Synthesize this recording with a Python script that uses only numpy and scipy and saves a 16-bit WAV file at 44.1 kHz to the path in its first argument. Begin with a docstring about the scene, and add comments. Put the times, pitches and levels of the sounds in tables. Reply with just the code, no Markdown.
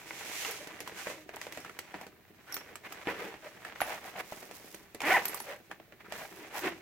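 """A padded nylon lunch bag is dragged round a wooden floor, close up, and a hand searches its front pocket.
Cloth rasps and hisses in tiny slips, creases snap, and the hollow body thumps. Fingernails pluck ribbed
webbing and the pocket zipper opens in one loud run; both buzz through the stiff panels.
The metal strap clasp and zipper pulls tick and ring. A small, quiet room lies behind."""
import sys
import numpy as np
from scipy import signal
from scipy.fft import rfft, irfft, next_fast_len
from scipy.io import wavfile
from scipy.ndimage import uniform_filter1d, map_coordinates

SR = 44100
rng = np.random.default_rng(int(sys.argv[2]) if len(sys.argv) > 2 else 0)


def put_to_file(sound):
    """Save the sound as 16-bit audio at rate SR, in the file named by the first command-line argument."""
    columns = np.atleast_2d(sound).T  # one column per channel
    safe = np.clip(columns, -1, 1)
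    whole_steps = np.round(safe * 32767)
    wavfile.write(sys.argv[1], SR, whole_steps.astype(np.int16))


N = 300321

# Hand effort on the bag. Each row: time in seconds, rubbing level in dB.
EFFORT_DB = [(0.0, -51.5), (0.1, -53), (0.47, -53), (0.63, -53), (1.12, -51.5), (1.26, -65), (1.42, -55),
             (1.6, -57), (1.75, -60.5), (1.96, -54), (2.15, -70.5), (2.43, -66), (2.55, -52), (2.8, -65),
             (2.92, -52.5), (3.3, -52.5), (3.39, -57.5), (3.72, -53.5), (4.14, -54), (4.25, -58),
             (4.33, -55.5), (4.48, -58), (4.98, -65.5), (5.18, -39), (5.45, -54.5), (5.62, -66),
             (6.05, -69), (6.16, -45), (6.3, -60), (6.65, -46), (6.81, -57.5)]
# Drags over the floor. Each row: time of top speed, rise and fall in seconds, hiss in dB.
DRAGS = [(0.439, 0.31, .19, -39), (0.995, .055, 0.063, -47), (1.085, 0.088, .11, -47.5),
         (1.435, 0.047, 0.037, -50.5), (1.58, 0.098, 0.16, -54.5)]
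# Noise spectra. Each row: frequency in Hz, relative density in dB.
HOLLOW_BODY_DB = [(25, -26.5), (70, -10.5), (150, -5.5), (200, 1.5), (255, -1.5), (320, 4.5), (400, 3.5),
                  (520, -7), (750, -2), (1500, -78.5)]
CLOTH_RASP_DB = [(120, -24.5), (300, -12), (480, 0), (750, 1), (1050, 1), (1300, -0.5), (1850, 3),
                 (2450, -0.5), (3200, -8), (5000, -16.5), (9000, -35), (16000, -96)]
SLIDE_HISS_DB = [(800, -16), (2200, 11.5), (3500, 5), (4800, 4), (6300, 5), (8000, 1.5), (9600, -3),
                 (11500, 0.5), (14000, -0.5), (16000, -8.5)]
SKIN_HISS_DB = [(1500, -3), (3500, 0.5), (5500, 3), (7500, 0), (9500, -2.5), (11500, 1.5), (14000, 3.5),
                (16000, 0)]
ROOM_AIR_DB = [(15, -61), (25, -10.5), (92, -1.5), (153, -1.5), (175, -4), (293, -10), (531, -26.5),
               (754, -16.5), (2220, -14.5), (3430, -24), (3920, -19), (7110, -36), (16000, -16.5)]
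# Loud creases. Each row: start in seconds, level in dB, fold pitch in Hz, crisp edge in relative dB.
CREASE_SNAPS = [(0.107, -27.5, 2170, -30), (0.448, -23.5, 2740, -16), (0.672, -33.5, 406, -5),
                (0.804, -34, 594, 1), (0.875, -29, 1010, -6), (1.069, -23, 530, -17),
                (1.1, -28.5, 464, -12), (1.291, -31.5, 680, -17), (1.366, -29, 880, -35),
                (1.414, -30, 2010, -5), (1.467, -30, 515, -15), (1.523, -36.5, 1890, 0.5),
                (1.573, -29, 550, -10), (1.647, -33, 1380, -11), (1.695, -34, 1400, -13),
                (1.789, -31, 1350, -2.5), (1.941, -28, 717, -34), (2.012, -35, 670, -7),
                (2.066, -38.5, 503, -7), (2.566, -30.5, 1370, -2.5), (2.755, -35, 1230, -5),
                (2.922, -33, 1320, -5), (3.071, -22.5, 400, -33), (3.34, -33.5, 770, -23),
                (3.649, -26.5, 1690, -31.5), (3.804, -20, 1490, -20), (3.816, -15, 770, -37),
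                (4.322, -27.5, 700, -31), (4.427, -35, 610, -11), (4.511, -35.5, 435, -5.5),
                (4.744, -36, 545, -5), (4.946, -34.5, 360, -6.5), (5.004, -25.5, 2420, -9),
                (5.017, -25, 733, -6.5), (5.344, -28, 1180, -26), (5.402, -31, 902, -20),
                (5.713, -30.5, 1710, -14.5), (5.799, -38.5, 650, -33), (5.922, -37.5, 590, -28),
                (6.122, -25, 590, -9.5)]
# Fingers and strap bump the bag. Each row: start in seconds, level in dB.
BAG_BUMPS = [(0.804, -47), (1.572, -49), (1.942, -43), (3.07, -37), (3.245, -42), (4.946, -49),
             (6.657, -48)]
# Hand pushes. Each row: peak time and length in seconds, level in dB, taut patch pitch in Hz.
PUSHES = [(0.5, 0.11, -45, 450), (0.998, 0.088, -47.5, 1430), (1.345, 0.03, -47, 414),
          (1.582, 0.038, -50, 556), (1.66, 0.066, -52, 1420), (1.963, 0.04, -54, 330),
          (2.027, 0.058, -48.5, 725), (2.516, 0.078, -46.5, 1420), (2.698, 0.11, -52, 527),
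          (2.86, .04, -42.5, 2060), (3.003, 0.058, -52, 1010), (3.086, .03, -60, 2430),
          (3.105, .06, -36.5, 514), (3.232, .16, -40.5, 434), (3.464, 0.061, -45.5, 583),
          (3.678, 0.033, -48, 800), (3.911, .13, -38.5, 730), (4.069, .1, -46.5, 725),
          (4.178, 0.057, -41, 685), (4.203, 0.024, -36.5, 770), (5.112, .14, -28.5, 2170),
          (5.264, 0.11, -50, 1020), (5.511, .11, -41.5, 545), (5.718, 0.025, -49.5, 700),
          (6.012, 0.031, -51.5, 2120), (6.06, .03, -50.5, 1310), (6.144, 0.1, -51, 1750),
          (6.233, 0.075, -44.5, 670), (6.421, 0.21, -50.5, 355), (6.568, 0.063, -36.5, 860),
          (6.667, .08, -34, 338.7)]
# Skin brushing nylon. Each row: peak time and length in seconds, hiss in dB.
SKIN_BRUSHES = [(3.897, 0.19, -47.5), (4.075, 0.11, -53.5), (4.197, 0.033, -51), (4.368, 0.29, -52.5),
                (4.557, 0.045, -52.5), (4.686, 0.31, -55), (5.116, 0.14, -40.5), (5.3, 0.48, -50),
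                (6.215, 0.2, -52), (6.374, 0.16, -56), (6.584, 0.092, -42.5)]
# Clasp and pull hits. Each row: start in seconds, level in dB, singing mode in Hz, its T60 in seconds.
METAL_HITS = [(0.51, -29.5, 10400, .03), (0.8034, -38, 11330, 0.077), (0.8777, -44, 6220, 0.039),
              (1.3597, -34, 8050, 0.03), (1.4135, -44, 5000, 0.16), (1.6024, -44, 5450, 0.11),
              (1.7909, -31.5, 7900, 0.033), (2.5232, -31.5, 5550, 0.25), (2.5426, -24, 14800, 0.11),
              (2.5657, -46, 11360, 0.29), (2.7562, -35.5, 7700, 0.041), (2.925, -34.5, 14000, 0.033),
              (3.6485, -41, 8500, .03), (3.81, -26, 10400, 0.1), (4.747, -35.5, 8940, 0.022),
              (4.9467, -36, 8930, 0.016), (5.2541, -20.5, 14070, 0.083), (5.2815, -26, 11500, 0.12),
              (5.3442, -27, 14000, .1), (5.373, -38, 4400, 0.08), (5.4013, -31, 10200, 0.12)]
# Modes of the fittings. Each row: frequency in Hz, relative level in dB.
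METAL_MODES = [(4400, 7), (5480, -9), (5900, 8), (7490, -2.5), (8414, 7), (10500, -6), (11400, 20),
               (11990, -74), (13990, 10.5), (14300, -11), (14860, -17)]
# Nail or edge on webbing. Each row: start and length in seconds, level in dB, first and final rib rate in Hz.
RIB_SCRAPES = [(0.6, 0.049, -38, 558, 613), (1.075, 0.22, -41.5, 445, 540),
               (1.165, 0.11, -49.5, 316.4, 305), (3.069, 0.074, -29, 380.3, 537.7),
               (6.648, 0.082, -31, 406.4, 341)]
# Panel and cavity resonances. Each row: frequency and width in Hz, gain in dB.
PANEL_MODES = [(376, 73, 5), (770, 410, 0.5), (1018, 35, 3), (1435, 290, -6.5), (1867, 270, 4.5),
               (2410, 83, -3.5)]
# Zipper run. Each row: time in seconds, tooth rate in Hz, gain from slider drag in dB.
ZIPPER_RUN = [(5.03, 276.6, -3.5), (5.06, 305, -2), (5.09, 380.4, -8), (5.108, 693.5, 0.5),
              (5.118, 810.5, -4), (5.127, 741.4, 1), (5.135, 909, -10), (5.148, 1031, -2),
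              (5.16, 905, -5.5), (5.169, 726, 2), (5.18, 508, 0), (5.205, 315, -8)]
# Room decay. Each row: frequency in Hz, T60 in seconds.
ROOM_T60_S = [(150, 0.64), (1000, 0.17), (4000, 0.33), (14000, 0.074)]
# Likeness of the two microphone ports. Each row: frequency in Hz, left-right correlation.
PORT_CORRELATION = [(40, 0.23), (150, 0.83), (300, 0.7), (600, 0.87), (1200, 0.53), (2200, 0.41),
                    (4000, -0.06), (8000, 0), (13000, -0.07)]
# Shading by the microphone housing. Each row: frequency in Hz, left minus right in dB.
PORT_SHADE_DB = [(900, 0), (2300, -1.5), (3400, -6), (4600, 0.5), (5600, -6.5), (10000, -8.5), (12500, -1),
                 (15000, 2.5)]

MID_FOLD_HZ = 783


def amp(db):
    return 10 ** (np.asarray(db) / 20)


def unit_rms(x):
    return x / np.sqrt(np.mean(x ** 2) + 1e-20)


def decay(t, t60_s):
    return amp(-60 * t / t60_s)


def at_hz(points, hz):
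    """Table lookup on a log frequency axis."""
    knots_hz, values = np.transpose(points)
    return np.interp(np.log(hz + 1), np.log(knots_hz + 1), values)


def curves(rows):
    """Per-sample curve of each column after the time."""
    times_s, *columns = np.transpose(rows)
    return [np.interp(np.arange(N) / SR, times_s, column) for column in columns]


def wobble(rate_hz):
    """Smooth random curve."""
    knots = rng.standard_normal(int(N * rate_hz / SR) + 4)
    return map_coordinates(knots, [np.arange(N) * rate_hz / SR])


def swell(peak_s, rise_s, fall_s, roundness=2.24):
    """Stroke envelope: peak 1, 12 dB down at rise_s before and fall_s after."""
    t = np.arange(N) / SR - peak_s
    near = (t > -3 * rise_s) & (t < 3 * fall_s)
    distance = np.abs(t[near] / np.where(t[near] < 0, rise_s, fall_s))
    gain = np.zeros(N)
    gain[near] = amp(-12 * distance ** roundness)
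    return gain


def filtered(x, response):
    """Apply a complex frequency response."""
    size = 2 * next_fast_len(N // 2 + SR // 4)
    return irfft(rfft(x, size) * response(np.fft.rfftfreq(size, 1 / SR)), size)[..., :N]


def coloured(x, spectrum_db):
    """Minimum-phase filter; keeps the power of white noise."""
    def response(hz):
        cepstrum = irfft(np.log(unit_rms(amp(at_hz(spectrum_db, hz)))))
        half = len(cepstrum) // 2
        return np.exp(rfft(np.r_[cepstrum[0], 2 * cepstrum[1:half], np.zeros(half)]))
    return filtered(x, response)


def noise_band(pitch_hz, width_hz, count):
    """Unit-RMS noise in one resonance."""
    radius = np.exp(-np.pi * width_hz / SR)
    poles = [1, -2 * radius * np.cos(2 * np.pi * pitch_hz / SR), radius ** 2]
    once = signal.lfilter([1, 0, -1], poles, rng.standard_normal(count))
    return unit_rms(signal.lfilter([1, 0, -1], poles, once))


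def add(track, start_s, sound):
    start = max(round(start_s * SR), 0)
    part = track[..., start:start + sound.shape[-1]]
    part += sound[..., :part.shape[-1]]


def spread(pair):
    """Two unrelated signals to left and right, alike in the bass."""
    def response(hz):
        angle = np.arccos(np.clip(at_hz(PORT_CORRELATION, hz), -1, 1)) / 2
        return np.array([np.cos(angle), np.sin(angle)])
    mid, side = filtered(pair, response)
    return np.array([mid + side, mid - side])


def friction(slips_per_s, size_db, clump_db, clump_hz):
    """Threads catch and let go: uneven slips, in clumps."""
    slips = rng.random(N) < slips_per_s / SR
    sizes = amp(size_db * np.clip(rng.standard_normal(N), -2, 2))
    clumps = amp(clump_db * wobble(clump_hz))
    return unit_rms(slips * sizes * clumps * rng.standard_normal((2, N)))


def sliding_cloth():
    """Cloth shakes the hollow bag, rasps and hisses with hand effort; drags add rasp and hiss."""
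    effort_db, = curves(EFFORT_DB)
    above_usual_db = effort_db + 55
    drag = sum(amp(db) * swell(peak_s, rise_s, fall_s, roundness=1.5)
               for peak_s, rise_s, fall_s, db in DRAGS)
    body_gain = amp(-62 + 0.58 * above_usual_db)
    rasp_gain = np.hypot(amp(effort_db + 0.5), amp(-9.5) * drag)
    hiss_gain = np.hypot(amp(-61.5 + 0.77 * above_usual_db), drag)
    body = body_gain * friction(slips_per_s=2500, size_db=2, clump_db=2.5, clump_hz=60)
    rasp = rasp_gain * friction(slips_per_s=2400, size_db=3.6, clump_db=3, clump_hz=70)
    hiss = hiss_gain * friction(slips_per_s=14000, size_db=2.5, clump_db=1.63, clump_hz=42)
    return coloured(body, HOLLOW_BODY_DB) + coloured(rasp, CLOTH_RASP_DB) + coloured(hiss, SLIDE_HISS_DB)


def crinkles(per_s=9, above_effort_db=10.5, scatter_db=2.5, scatter_octaves=0.83, crisp_db=-32):
    """Small creases give at random, louder with effort. 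Rows as in CREASE_SNAPS."""
    draws = rng.random((200, 3))
    starts_s = np.cumsum(0.3 + 1.4 * draws[:, 0]) / per_s
    size, pitch = np.sqrt(3) * (2 * draws[:, 1:].T - 1)  # unit variance
    db = np.interp(starts_s, *np.transpose(EFFORT_DB)) + above_effort_db + scatter_db * size
    fold_hz = MID_FOLD_HZ * 2 ** (scatter_octaves * pitch)
    return [(*row, crisp_db) for row in zip(starts_s, db, fold_hz) if row[0] < N / SR]


def snaps_and_bumps(attack_s=0.00076, mid_snap_db=-28.5):
    """A crease cracks and crumples, its fold rings and the bag thumps. A bump only thumps."""
    t = np.arange(SR // 6) / SR
    cloth, thump, crisp = np.zeros((3, 2, N))
    folds = np.zeros(N)
    onset = 1 - np.exp(-(t / attack_s) ** 4)
    crack = onset * decay(t, t60_s=0.011)
    crumple = onset * amp(-12) * decay(t, t60_s=0.12)
    boom = onset * decay(t, t60_s=0.14)
    ring = onset * decay(t, t60_s=0.019)
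    for start_s, db in BAG_BUMPS:
        add(thump, start_s, amp(db) * boom * rng.standard_normal((2, len(t))))
    for start_s, db, fold_hz, crisp_db in list(CREASE_SNAPS) + crinkles():
        noise = rng.standard_normal((3, 2, len(t)))
        # big, low folds shake the bag more
        thump_db = -52 + 0.19 * (db - mid_snap_db) - 2.5 * np.log2(fold_hz / MID_FOLD_HZ)
        add(cloth, start_s, amp(db - 5) * (crack + crumple) * noise[0])
        add(thump, start_s, amp(thump_db) * boom * noise[1])
        add(crisp, start_s, amp(db + crisp_db) * (crack + crumple) * noise[2])
        drift_rad = np.cumsum(0.073 * rng.standard_normal(len(t)))  # a slack fold holds no pitch
        add(folds, start_s, amp(db - 1) * ring * np.sin(2 * np.pi * fold_hz * t + drift_rad))
    cracks = coloured(cloth, CLOTH_RASP_DB) + coloured(crisp, SLIDE_HISS_DB)
    return spread(cracks + coloured(thump, HOLLOW_BODY_DB)) + folds


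def scuffs(rise_share=0.53, mid_patch_hz=700):
    """A push rasps the cloth, rings a taut patch and hisses under the skin. A brush only hisses."""
    pushes, patches = np.zeros((2, N))
    for peak_s, length_s, db, patch_hz in PUSHES:
        push = amp(db) * swell(peak_s, rise_share * length_s, (1 - rise_share) * length_s)
        pushes += push
        taut = noise_band(patch_hz, width_hz=60 + 0.22 * patch_hz, count=SR)
        active = np.flatnonzero(push)
        patch_db = -5 - np.log2(patch_hz / mid_patch_hz)  # larger, lower patches resonate more
        patches[active] += amp(patch_db) * push[active] * taut[:len(active)]
    brushes = sum(amp(db) * swell(peak_s, length_s / 2, length_s / 2)
                  for peak_s, length_s, db in SKIN_BRUSHES)
    slips = pushes * friction(slips_per_s=6000, size_db=2.5, clump_db=1.8, clump_hz=130)
    cloth = amp(-2) * coloured(slips, CLOTH_RASP_DB) + amp(-13.5) * coloured(slips, HOLLOW_BODY_DB)
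    skin_gain = np.hypot(amp(-14.5) * pushes, brushes)
    skin = skin_gain * friction(slips_per_s=22000, size_db=-1, clump_db=3, clump_hz=450)
    return spread(cloth + coloured(skin, SKIN_HISS_DB)) + patches


def clinks(attack_s=0.00049):
    """Metal on metal: a tick, modes that vary with the contact point, one singing until webbing damps it."""
    t = np.arange(SR // 4) / SR
    rings, ticks = np.zeros((2, 2, N))
    modes_hz, modes_db = np.transpose(METAL_MODES)
    onset = 1 - np.exp(-t / attack_s)
    strike = onset * decay(t, t60_s=0.019)
    for start_s, db, sing_hz, t60_s in METAL_HITS:
        hz = np.r_[sing_hz, modes_hz * (1 + 0.025 * rng.standard_normal(len(modes_hz)))]
        gains = amp(np.r_[5, modes_db] + 6.6 * rng.standard_normal((2, len(hz))))
        modes = np.sin(2 * np.pi * (hz[:, None] * t + 0.5 * rng.random((2, len(hz), 1))))
        chord = unit_rms((gains[..., None] * modes).sum(1))
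        singing = np.array([noise_band(sing_hz, width_hz=280, count=len(t)) for _ in range(2)])
        tail = onset * decay(t, t60_s)
        add(rings, start_s, (amp(db - 9) * strike + amp(db - 19.5) * tail) * chord)
        add(rings, start_s, amp(db - 10.5) * tail * singing)
        add(ticks, start_s, amp(db - 4.5) * strike * rng.standard_normal((2, len(t))))
    return rings + coloured(ticks, SKIN_HISS_DB)


def panel_response(hz, cutoff_hz=2700):
    """The bag's panels resonate; bending waves bring the lows after the highs."""
    modes = sum(amp(db) * 1j * hz * width_hz / (mode_hz ** 2 - hz ** 2 + 1j * hz * width_hz)
                for mode_hz, width_hz, db in PANEL_MODES)
    dispersion = np.exp(-1j * np.sqrt(hz))
    return modes * dispersion / (1 + (hz / cutoff_hz) ** 8)


def rib_plucks(rib_hz, jitter):
    """One pluck per rib, unevenly paced, rung through the panels at steady level."""
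    ribs_passed = np.cumsum(rib_hz * np.exp(jitter * wobble(rate_hz=300))) / SR
    plucks = np.diff(np.floor(ribs_passed), prepend=0) * amp(rng.standard_normal(N))
    rung = filtered(plucks, panel_response)
    power = np.abs(uniform_filter1d(rung ** 2, size=900))
    return rung / np.sqrt(power + 1e-12)


def rib_buzz(rib_hz, pressure, trailing_db, hum_cutoff_hz=800):
    """Two contacts cross ribs or teeth, one trailing. Light pressure hums; hard pressure adds overtones."""
    lead = rib_plucks(rib_hz, jitter=0.028)
    trailing = rib_plucks(rib_hz * 0.69, jitter=0.11)
    buzz = amp(-1.87) * lead + amp(trailing_db) * trailing * np.array([[1], [0.4]])
    hum = amp(3) * filtered(lead, lambda hz: 1 / (1 + (hz / hum_cutoff_hz) ** 6))
    pressure_db = 20 * np.log10(pressure + 1e-9)
    bite = np.clip((pressure_db + 43) / 13, 0, 1)
    return pressure * (bite * buzz + (1 - bite) * hum)


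def scrapes(attack_s=0.013, settle_s=0.02, fade_db=21.5):
    """A nail or edge bites into webbing; its speed settles as the pressure fades."""
    t = np.arange(N) / SR
    rib_hz, pressure = np.full(N, float(RIB_SCRAPES[0][3])), np.zeros(N)
    for start_s, length_s, db, first_hz, final_hz in RIB_SCRAPES:
        after = t >= start_s
        age_s = t[after] - start_s
        rib_hz[after] = final_hz + (first_hz - final_hz) * np.exp(-age_s / settle_s)
        drop_db = fade_db * np.minimum(age_s / length_s, 10) ** 1.46
        pressure[after] = np.minimum(age_s / attack_s, 1) * amp(db - drop_db)
    return rib_buzz(rib_hz, pressure, trailing_db=-4)


def zipper(attack_s=0.0045, release_s=0.035, brisk_hz=775, db_per_octave=6):
    """The slider runs over the teeth: pitch and level follow speed, drag adds level."""
    t = np.arange(N) / SR
    teeth_hz, drag_db = curves(ZIPPER_RUN)
    start_s, end_s = ZIPPER_RUN[0][0], ZIPPER_RUN[-1][0]
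    moving = np.clip((t - start_s) / attack_s, 0, 1) * np.clip((end_s - t) / release_s, 0, 1)
    level_db = -20.5 + drag_db + db_per_octave * np.log2(teeth_hz / brisk_hz)
    return rib_buzz(teeth_hz, moving * amp(level_db), trailing_db=-10)


def room_reverb(x):
    """Wall reflections, each frequency decaying at its own rate."""
    hz, t, spectra = signal.stft(rng.standard_normal((2, SR // 2)), SR, nperseg=256)
    _, tail = signal.istft(spectra * decay(t, at_hz(ROOM_T60_S, hz)[:, None]), SR, nperseg=256)
    tail /= np.linalg.norm(tail[0])
    tail = np.pad(tail, ((0, 0), (SR // 200, 0)))  # 5 ms predelay
    return signal.fftconvolve(x, tail, axes=1)[:, :N]


def scene():
    """Close bag, room reverb and still air."""
    air = amp(-62.5) * coloured(rng.standard_normal((2, N)), ROOM_AIR_DB)
    bag = spread(sliding_cloth()) + scuffs() + zipper() + scrapes() + clinks() + snaps_and_bumps()
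    direct = filtered(bag, lambda hz: amp(np.array([[0.5], [-0.5]]) * at_hz(PORT_SHADE_DB, hz)))
    reverb = amp(-13) * room_reverb(bag)
    return direct + spread(reverb + air)


def record(dry):
    """Steep low-pass band limit."""
    cutoff_hz = 16100
    return filtered(dry, lambda hz: 1 / (1 + (hz / cutoff_hz) ** 120))


dry = scene()
out = record(dry)
put_to_file(out)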